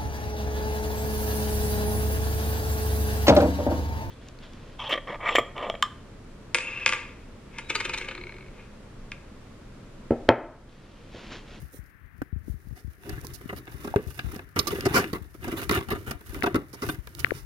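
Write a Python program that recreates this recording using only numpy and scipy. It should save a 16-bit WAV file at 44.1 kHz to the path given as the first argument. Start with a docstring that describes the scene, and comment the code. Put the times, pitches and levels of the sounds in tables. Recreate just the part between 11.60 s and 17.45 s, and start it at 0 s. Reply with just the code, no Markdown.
"""At a soft bag of tools, under a hand-held phone, a hand rummages. Friction and impacts excite the
resonances of the bag, the tool handles, the stiff fabric and the floor beneath. Steel tools clink
in freely decaying modes, and some knocks carry a hollow note. A finger covers the left microphone
port: it shields that side from the treble, and bumps and taps on the port as it shifts."""
import sys
import numpy as np
from scipy import signal
from scipy.io import wavfile
from scipy.ndimage import uniform_filter1d

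SR = 44100
rng = np.random.default_rng(int(sys.argv[2]) if len(sys.argv) > 2 else 0)


def generate_wav(sig):
    """Save sig (samples, or channels by samples) to the path in sys.argv[1] as 16-bit PCM at SR."""
    pcm = np.round(np.clip(np.atleast_2d(sig).T, -1, 1) * 32767).astype(np.int16)
    wavfile.write(sys.argv[1], SR, pcm)


N = 257984

# How hard the hand stirs. Each row: time in seconds, effort in dB.
EFFORT = [(0.02, -55), (0.2, -69), (0.45, -69.5), (0.75, -74), (0.9, -62), (1.39, -60.5), (1.462, -43),
          (1.551, -48), (1.8, -55), (2.04, -55), (2.25, -46), (2.53, -50.5), (2.823, -50), (2.85, -61),
          (2.952, -63), (2.965, -33), (3.03, -44), (3.42, -38.5), (3.6, -57), (3.789, -59), (3.828, -44),
          (3.93, -38), (3.95, -46.5), (3.98, -40.5), (4.03, -44), (4.09, -49.5), (4.1, -36), (4.172, -32.5),
          (4.25, -48.5), (4.41, -47), (4.63, -58.5), (4.76, -42.5), (5.1, -59), (5.251, -40.5),
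          (5.421, -58.5), (5.63, -46.5), (5.84, -53)]
# Rubbing of floor, bag, handles and fabric. Each row: drive in dB at middle effort, dB per dB of effort.
RUB_LAWS = [(-43, 0.86), (-44.5, 1.5), (-47.5, 1.39), (-48.5, 0.89)]
# Knocks and scrapes. Each row: start in seconds, contact time in ms, bag, handle and fabric levels in dB.
CONTACTS = [(0.115, 69, -52, -64, -50.5), (0.6193, 2.9, -33.5, -46, -42.5), (0.86, 71, -63, -85, -58),
            (1.155, 50, -56, -55.5, -55.5), (1.493, 6.8, -39.5, -39, -36), (1.613, 2.5, -46, -60, -41.5),
            (1.645, 8.2, -40, -51, -41), (1.669, 2.1, -61, -64, -32), (1.734, 27, -71, -68, -40),
            (1.81, 5.1, -39.5, -46, -72), (1.891, 13.8, -38, -36, -53), (1.927, 8.8, -30.5, -39.5, -51),
            (1.96, 32, -48, -50.5, -44.5), (2.077, 5.6, -38.5, -40.5, -60),
            (2.243, 12, -30.5, -39.5, -45.5), (2.274, 5.7, -28, -34.5, -42.5),
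            (2.3605, 3.54, -9, -23.5, -45), (2.592, 5.2, -36, -27, -58), (2.734, 5.5, -33.5, -44, -62),
            (2.761, 5.2, -33.5, -47, -41), (2.793, 3.8, -38.5, -35.5, -62), (2.96, 10, -28.5, -28, -38),
            (2.991, 7.9, -29, -34, -16.5), (3.071, 17.5, -32, -41.5, -29), (3.106, 7.8, -38, -32, -42),
            (3.124, 18, -27, -71, -77), (3.186, 2.6, -26, -42, -59), (3.208, 2.4, -55.5, -32, -29),
            (3.253, 16.8, -18, -27, -30), (3.291, 110, -38, -36.5, -47.5), (3.336, 58, -25, -23, -26),
            (3.531, 6.3, -23, -32.5, -32.5), (3.542, 23.6, -40.5, -38, -46.5), (3.622, 11.5, -72, -60, -54),
            (3.741, 12.7, -44.5, -50.5, -56), (3.879, 9.4, -28.5, -37, -41.5), (3.916, 47, -34, -45.5, -53),
            (3.965, 42.4, -43, -40, -38), (4.094, 4.4, -22, -19, -25.5), (4.111, 4.9, -16, -21.5, -27.5),
            (4.208, 4.8, -35, -34, -47), (4.286, 6.8, -34.5, -34.5, -42.5),
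            (4.301, 27.8, -29.5, -30.5, -37.5), (4.322, 5.2, -22.5, -55, -46),
            (4.348, 21, -39.5, -40.5, -53), (4.459, 58.5, -42, -41.5, -45.5), (4.51, 7, -33.5, -32, -32.5),
            (4.609, 6, -45, -48, -49), (4.833, 10.3, -19.5, -21, -34.5), (4.86, 13.2, -23, -25, -38.5),
            (4.945, 4.8, -16, -25, -39), (4.955, 10.5, -20.5, -26.5, -35.5), (5.129, 22, -42, -46, -43),
            (5.218, 22.7, -30.5, -33, -38), (5.288, 9.5, -27, -28, -37.5), (5.472, 2.9, -42.5, -38, -40.5),
            (5.55, 1.8, -73, -67, -33.5), (5.591, 16, -51, -44.5, -34), (5.734, 70, -79, -52, -48)]
# Resonances of the four bodies. Each row: frequency in Hz, bandwidth in Hz, gain in dB.
FLOOR_MODES = [(62, 100.6, 0.5), (135, 49.4, 3.5)]
BAG_MODES = [(160, 193, -4), (323, 97.6, 5), (404.8, 42.4, 4.5), (554, 140, -8.5)]
HANDLE_MODES = [(hz, hz / 9, db) for hz, db in [(716, 0), (960, 0.5), (1180, 5.5), (1420, 5), (1670, 3.0),
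                (2050, 3.0), (2420, 1.0), (2860, 1.5), (3320, -2.5), (3600, -1.0)]]
FABRIC_MODES = [(4160, 1770, 8), (5090, 1820, 14), (7000, 720, -24), (8420, 2200, 6), (10500, 11450, 9)]
# Steel striking steel. Each row: start in seconds, level in dB, index of the tool.
STEEL_CLINKS = [(2.591, -36, 2), (2.991, -20, 0), (3.071, -24.5, 0), (5.288, -35, 1), (5.298, -30, 1)]
# Modes of three steel tools, a list for each. Each row: frequency in Hz, gain in dB, T60 in seconds.
STEEL_MODES = [
    [(1176, -4, .09), (2207, -10, .04), (4100, -7, .06), (4337, -4, .04), (5270, -1, .045),
     (6370, -1, .035), (8875, -8, .07), (11930, -11, .1)],
    [(2420, 0, .03), (3580, 0, .04), (4371, -8, .06), (9480, -9, .09), (14030, -8, .11)],
    [(1640, 0, .07), (2040, -5, .04), (2876, 0, .04), (4888, -5, .06)],
]
# Short pitched rings of some knocks. Each row: start in seconds, level in dB, frequency in Hz, T60 in ms.
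KNOCK_TONES = [(0.618, -23.5, 1500, 8.9), (0.6176, -17, 290, 30), (1.893, -34.5, 2900, 35),
               (1.579, -37.5, 1740, 60), (1.646, -35, 1040, 30), (2.34, -13.5, 760, 12)]
# The finger shifts on the port. Each row: start in seconds, level in dB.
FINGER_BUMPS = [(0.033, -28.5), (0.19, -29), (0.727, -19.5), (0.761, -21.5), (0.898, -20), (0.941, -26),
                (1.072, -29.5), (1.124, -28), (1.246, -25), (1.278, -26.5), (2.144, -27), (2.468, -22.5),
                (2.644, -21), (2.664, -22.5), (3.109, -27.5), (3.614, -28), (4.276, -29), (4.476, -29),
                (4.696, -28), (5.275, -25), (5.385, -24.5)]
# It slips off the port's edge. Each row: start in seconds, level in dB, base pitch in Hz,
# length in periods of that pitch.
FINGER_TAPS = [(4.824, -10, 1000, 2.2), (5.6456, -1.6, 1100, 3.2), (5.667, -26, 950, 5.0),
               (5.7073, -13, 1050, 4.0), (5.7192, -10, 185, 1.0), (.881, -22, 105, .9),
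               (1.857, -24, 95, .9)]
# Air pocket under the finger. Each row: frequency in Hz, bandwidth in Hz, gain in dB.
POCKET_MODES = [(1310, 1050, -12), (1800, 530, -4.5)]

MIDDLE_EFFORT_DB = -45
HARD_OCTAVES, HARD_AT_DB, HARD_RANGE_DB = 0.72, 4.5, 6  # how a contact's hardness shifts its colour
TAP_SAG, TAP_SAG_CYCLES = 1.5, 1.5  # initial excess pitch as a share of the base; its decay in periods
TAP_CLICK_HZ, TAP_CLICK_DB, TAP_PUFF_DB = 4200, -24, -13
GRIP_DB, POCKET_DB, HISS_DB = -45, -58.5, -63.5
COVER_HZ, PORT_LAG_SAMPLES, TOP_HZ = 2630, 4, 15750


def rummage():
    """Superposition: each body responds to rubbing plus knocks. Returns floor, bag and bright parts."""
    floor, bag, handles, fabric = rubbing()
    bag += knocks(BAG_MODES, column=2, rate=400, strike=3, spread_db=2.5, tail=.2, crack_hz=250)
    handles += knocks(HANDLE_MODES, column=3, rate=1200, strike=1.8, spread_db=2, tail=.12, tilt_db=8)
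    fabric = cut(fabric, 2670, "high", order=1)  # light strokes are brighter than knocks
    fabric += knocks(FABRIC_MODES, column=4, rate=3000, strike=.6, spread_db=2.5, tail=.05,
                     dull_db=.4, crack_hz=6000)
    thuds = knocks(FLOOR_MODES, column=2, rate=13, strike=4.7, spread_db=6, tail=.25, crack_hz=150)
    floor += undb(-14) * thuds  # the floor answers each knock on the bag
    return cut(floor, 51, "high"), cut(bag, 640, "low", order=3), handles + fabric


def knocks(modes, column, rate, strike, spread_db, tail, tilt_db=0, dull_db=0, crack_hz=0):
    """Impact excitation: the point of contact weights the modes, and short contacts open with a blow."""
    out, t = np.zeros(N), np.arange(SR // 6) / SR
    friction = stick_slip(rate, 2.2)
    for row, draws in zip(CONTACTS, rng.standard_normal((len(CONTACTS), len(modes), 2))):
        start, contact_ms, bag_db, handle_db, fabric_db = row
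        contact_s, level_db = contact_ms / 1000, row[column]
        # A contact that rings the bag less than the rest is harder and favours the upper modes.
        hardness = HARD_OCTAVES * np.tanh((max(handle_db, fabric_db) - bag_db - HARD_AT_DB) / HARD_RANGE_DB)
        tilt = tilt_db * hardness - dull_db * (level_db - MIDDLE_EFFORT_DB)  # heavy strokes are duller
        struck = [(hz * (1 + .025 * detune), width, db + spread_db * weight + tilt * np.log2(hz / 1500))
                  for (hz, width, db), (detune, weight) in zip(modes, draws)]
        rise = np.minimum(t / (4 * contact_s ** 2), 1)  # long scrapes swell, short knocks jump
        envelope = rise / (1 + (t / contact_s) ** 6) + tail * np.exp(-t / .047)
        scrape = np.roll(friction, -int(start * SR))[:len(t)] * envelope
        blow = -strike * np.sqrt(contact_s * SR) * np.exp(-contact_s / .0042) * (t == 0)
        centre_hz = crack_hz or 1500 * 2 ** hardness
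        crack = ring(blow, [(centre_hz, centre_hz, 0)])  # the blow also comes straight through
        sound = ring(scrape + blow, struck) + crack
        contact_rms = np.sqrt(np.sum(sound ** 2) / (contact_s * SR))
        add(out, start, undb(level_db) * sound / contact_rms)
    return out


def rubbing():
    """Forced vibration: friction drives floor, bag, handles and fabric, growing with the hand's effort."""
    effort_db = np.interp(np.arange(N) / SR, *np.transpose(EFFORT)) - MIDDLE_EFFORT_DB
    jostle_db = 1.5 * wander(25)  # one hand moves all bodies at once
    folds = crinkle(rate=70, decay_s=.008)

    def rub(modes, law, rate, flicker_db=1, buckling=1):
        middle_db, slope = law
        force = stick_slip(rate, 2.5, smooth=.9)
        drive = undb(middle_db + slope * effort_db + jostle_db + flicker_db * wander(13)) * buckling
        return ring(drive * force, modes) / np.std(ring(force, modes))

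    return (rub(FLOOR_MODES, RUB_LAWS[0], rate=60),
            rub(BAG_MODES, RUB_LAWS[1], rate=300),
            rub(HANDLE_MODES, RUB_LAWS[2], rate=900, buckling=folds),
            rub(FABRIC_MODES, RUB_LAWS[3], rate=2500, flicker_db=2, buckling=folds))


def stick_slip(rate, spread_db, smooth=1):
    """Stick-slip friction: uneven slips, `rate` a second on average, over the noise of smooth sliding."""
    slips = (rng.random(N) < rate / SR) * rng.standard_normal(N)
    slips *= undb(spread_db * rng.exponential(size=N))
    return unit(unit(slips) + smooth * rng.standard_normal(N))


def crinkle(rate, decay_s):
    """Buckling: folds give way at random, each a jump in amplitude that dies away."""
    folds = (rng.random(N) < rate / SR) * rng.exponential(size=N)
    return unit(1.75 + signal.lfilter([1], [1, -np.exp(-1 / (decay_s * SR))], folds))


def steel_clinks():
    """Free vibration: a brief chatter excites a steel tool's modes, which then decay on their own."""
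    out, t = np.zeros(N), np.arange(SR // 4) / SR
    for start, db, tool in STEEL_CLINKS:
        chatter = (t == 0) + .08 * rng.standard_normal(len(t)) * np.exp(-t / .004)
        for hz, mode_db, t60 in STEEL_MODES[tool]:
            mode = signal.fftconvolve(chatter, damped_sine(t, hz, t60))[:len(t)]
            add(out, start, undb(db + mode_db) * mode)
    return out


def knock_tones():
    """Damped oscillation: short pitched rings give some knocks a hollow note."""
    out, t = np.zeros(N), np.arange(SR // 4) / SR
    for start, db, hz, t60_ms in KNOCK_TONES:
        add(out, start, -undb(db) * damped_sine(t, hz, t60_ms / 1000))
    return out


def finger_bumps():
    """Pressure pulses: the finger shifts on the port, giving low bumps that sag in pitch."""
    out, t = np.zeros(N), np.arange(SR // 12) / SR
    envelope = np.exp(-(t / .028) ** 2) * np.minimum(t / .0023, 1)
    for (start, db), hz in zip(FINGER_BUMPS, 58 + 6 * rng.standard_normal(len(FINGER_BUMPS))):
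        turns = hz * t + .62 * (1 - np.exp(-t / .0046))
        add(out, start, -undb(db) * np.sin(2 * np.pi * turns) * envelope)
    return out


def finger_taps():
    """Transients: a slip off the port's edge gives a falling tone, a puff and, at times, a click."""
    out, t = np.zeros(N), np.arange(SR // 12) / SR
    for start, db, hz, cycles in FINGER_TAPS:
        progress = np.minimum(hz * t / cycles, 1)
        turns = hz * t + TAP_SAG * TAP_SAG_CYCLES * (1 - np.exp(-hz * t / TAP_SAG_CYCLES))
        click = undb(TAP_CLICK_DB) * (cycles > 2) * np.sin(2 * np.pi * TAP_CLICK_HZ * t)
        puff = undb(TAP_PUFF_DB) * np.sin(2 * np.pi * progress)
        envelope = np.sin(np.pi * progress ** .55) ** 2
        add(out, start, undb(db) * (np.sin(2 * np.pi * turns) + click + puff) * envelope)
    return out


def finger_grip():
    """Friction and cavity resonance: the restless grip rumbles, and the air pocket under it hisses."""
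    rumble = cut(ring(stick_slip(33, 1.1), [(55, 55.7, -4.5), (97, 133, -12)]), 32, "high")
    pocket = cut(ring(rng.standard_normal(N), POCKET_MODES), [800, 3000], "band")
    return undb(GRIP_DB + 5 * wander(21)) * unit(rumble) + undb(POCKET_DB + 2 * wander(2.78)) * unit(pocket)


def covered_port(bright):
    """Acoustic low-pass: the pocket under the finger resonates and lets only a trace of treble pass."""
    arriving = scatter(bright, share=.8, decay_s=.004)
    muffled = cut(arriving + .5 * ring(arriving, [(1700, 1000, 0)]), COVER_HZ, "low", order=3)
    return muffled + undb(-33) * scatter(arriving, share=.11, decay_s=.0033)


def scatter(x, share, decay_s):
    """Scattering round hand and phone: a share of the energy arrives as close, shifting reflections."""
    t = np.arange(SR // 20) / SR
    responses = rng.standard_normal((2, len(t))) * np.exp(-t / decay_s)
    angle = np.pi * wander(8)
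    first, second = (signal.fftconvolve(x, h)[:N] / np.sqrt(np.sum(h ** 2)) for h in responses)
    reflected = np.cos(angle) * first + np.sin(angle) * second
    return np.sqrt(1 - share) * x + np.sqrt(share) * reflected


def background_hiss():
    """Stationary noise: a low band and a faint high hiss, 14 dB weaker on the covered left side."""
    noise = unit(ring(rng.standard_normal(N), [(270, 110, 14), (4960, 5000, -30), (13000, 4700, -12)]))
    return undb(HISS_DB + np.array([[-14], [0]])) * noise


def ring(x, modes):
    """Modal summation: parallel resonators, neighbours in opposite phase."""
    return sum((-1) ** k * undb(db) * signal.lfilter(*signal.iirpeak(hz, hz / width, SR), x)
               for k, (hz, width, db) in enumerate(modes))


def damped_sine(t, hz, t60):
    """Exponential decay: one mode falls 60 dB in t60 seconds."""
    return np.sin(2 * np.pi * hz * t) * np.exp(-np.log(1000) * t / t60)


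def wander(rate):
    """Random modulation: levels held 1 / rate seconds and smoothed twice; spread near 1."""
    hold = int(SR / rate)
    steps = np.repeat(rng.standard_normal(N // hold + 1), hold)
    return 1.3 * uniform_filter1d(uniform_filter1d(steps, hold), hold)[:N]


def cut(x, hz, kind, order=2):
    return signal.sosfilt(signal.butter(order, hz, kind, fs=SR, output="sos"), x)


def undb(db):
    return 10 ** (np.asarray(db) / 20)


def unit(x):
    return x / np.sqrt(np.mean(x ** 2))


def add(track, start, sound):
    i = int(start * SR)
    track[i:i + len(sound)] += sound[:N - i]


def scene():
    """Acoustic shadowing: the right port hears the bag directly, the covered left one late and dull."""
    floor, bag, bright = rummage()
    bright = bright + steel_clinks() + knock_tones()
    covered = covered_port(bright)
    low = scatter(floor, share=.45, decay_s=.02) + scatter(bag, share=.12, decay_s=.006)
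    left = np.roll(low + covered, PORT_LAG_SAMPLES) + finger_bumps() + finger_taps() + finger_grip()
    right = floor + bag + bright
    return np.array([left, right]) + background_hiss()


def record(dry):
    """Band limiting: the phone's steep low-pass filter cuts the highest treble."""
    return signal.sosfilt(signal.ellip(8, .2, 70, TOP_HZ, fs=SR, output="sos"), dry)


dry = scene()
out = record(dry)
generate_wav(out)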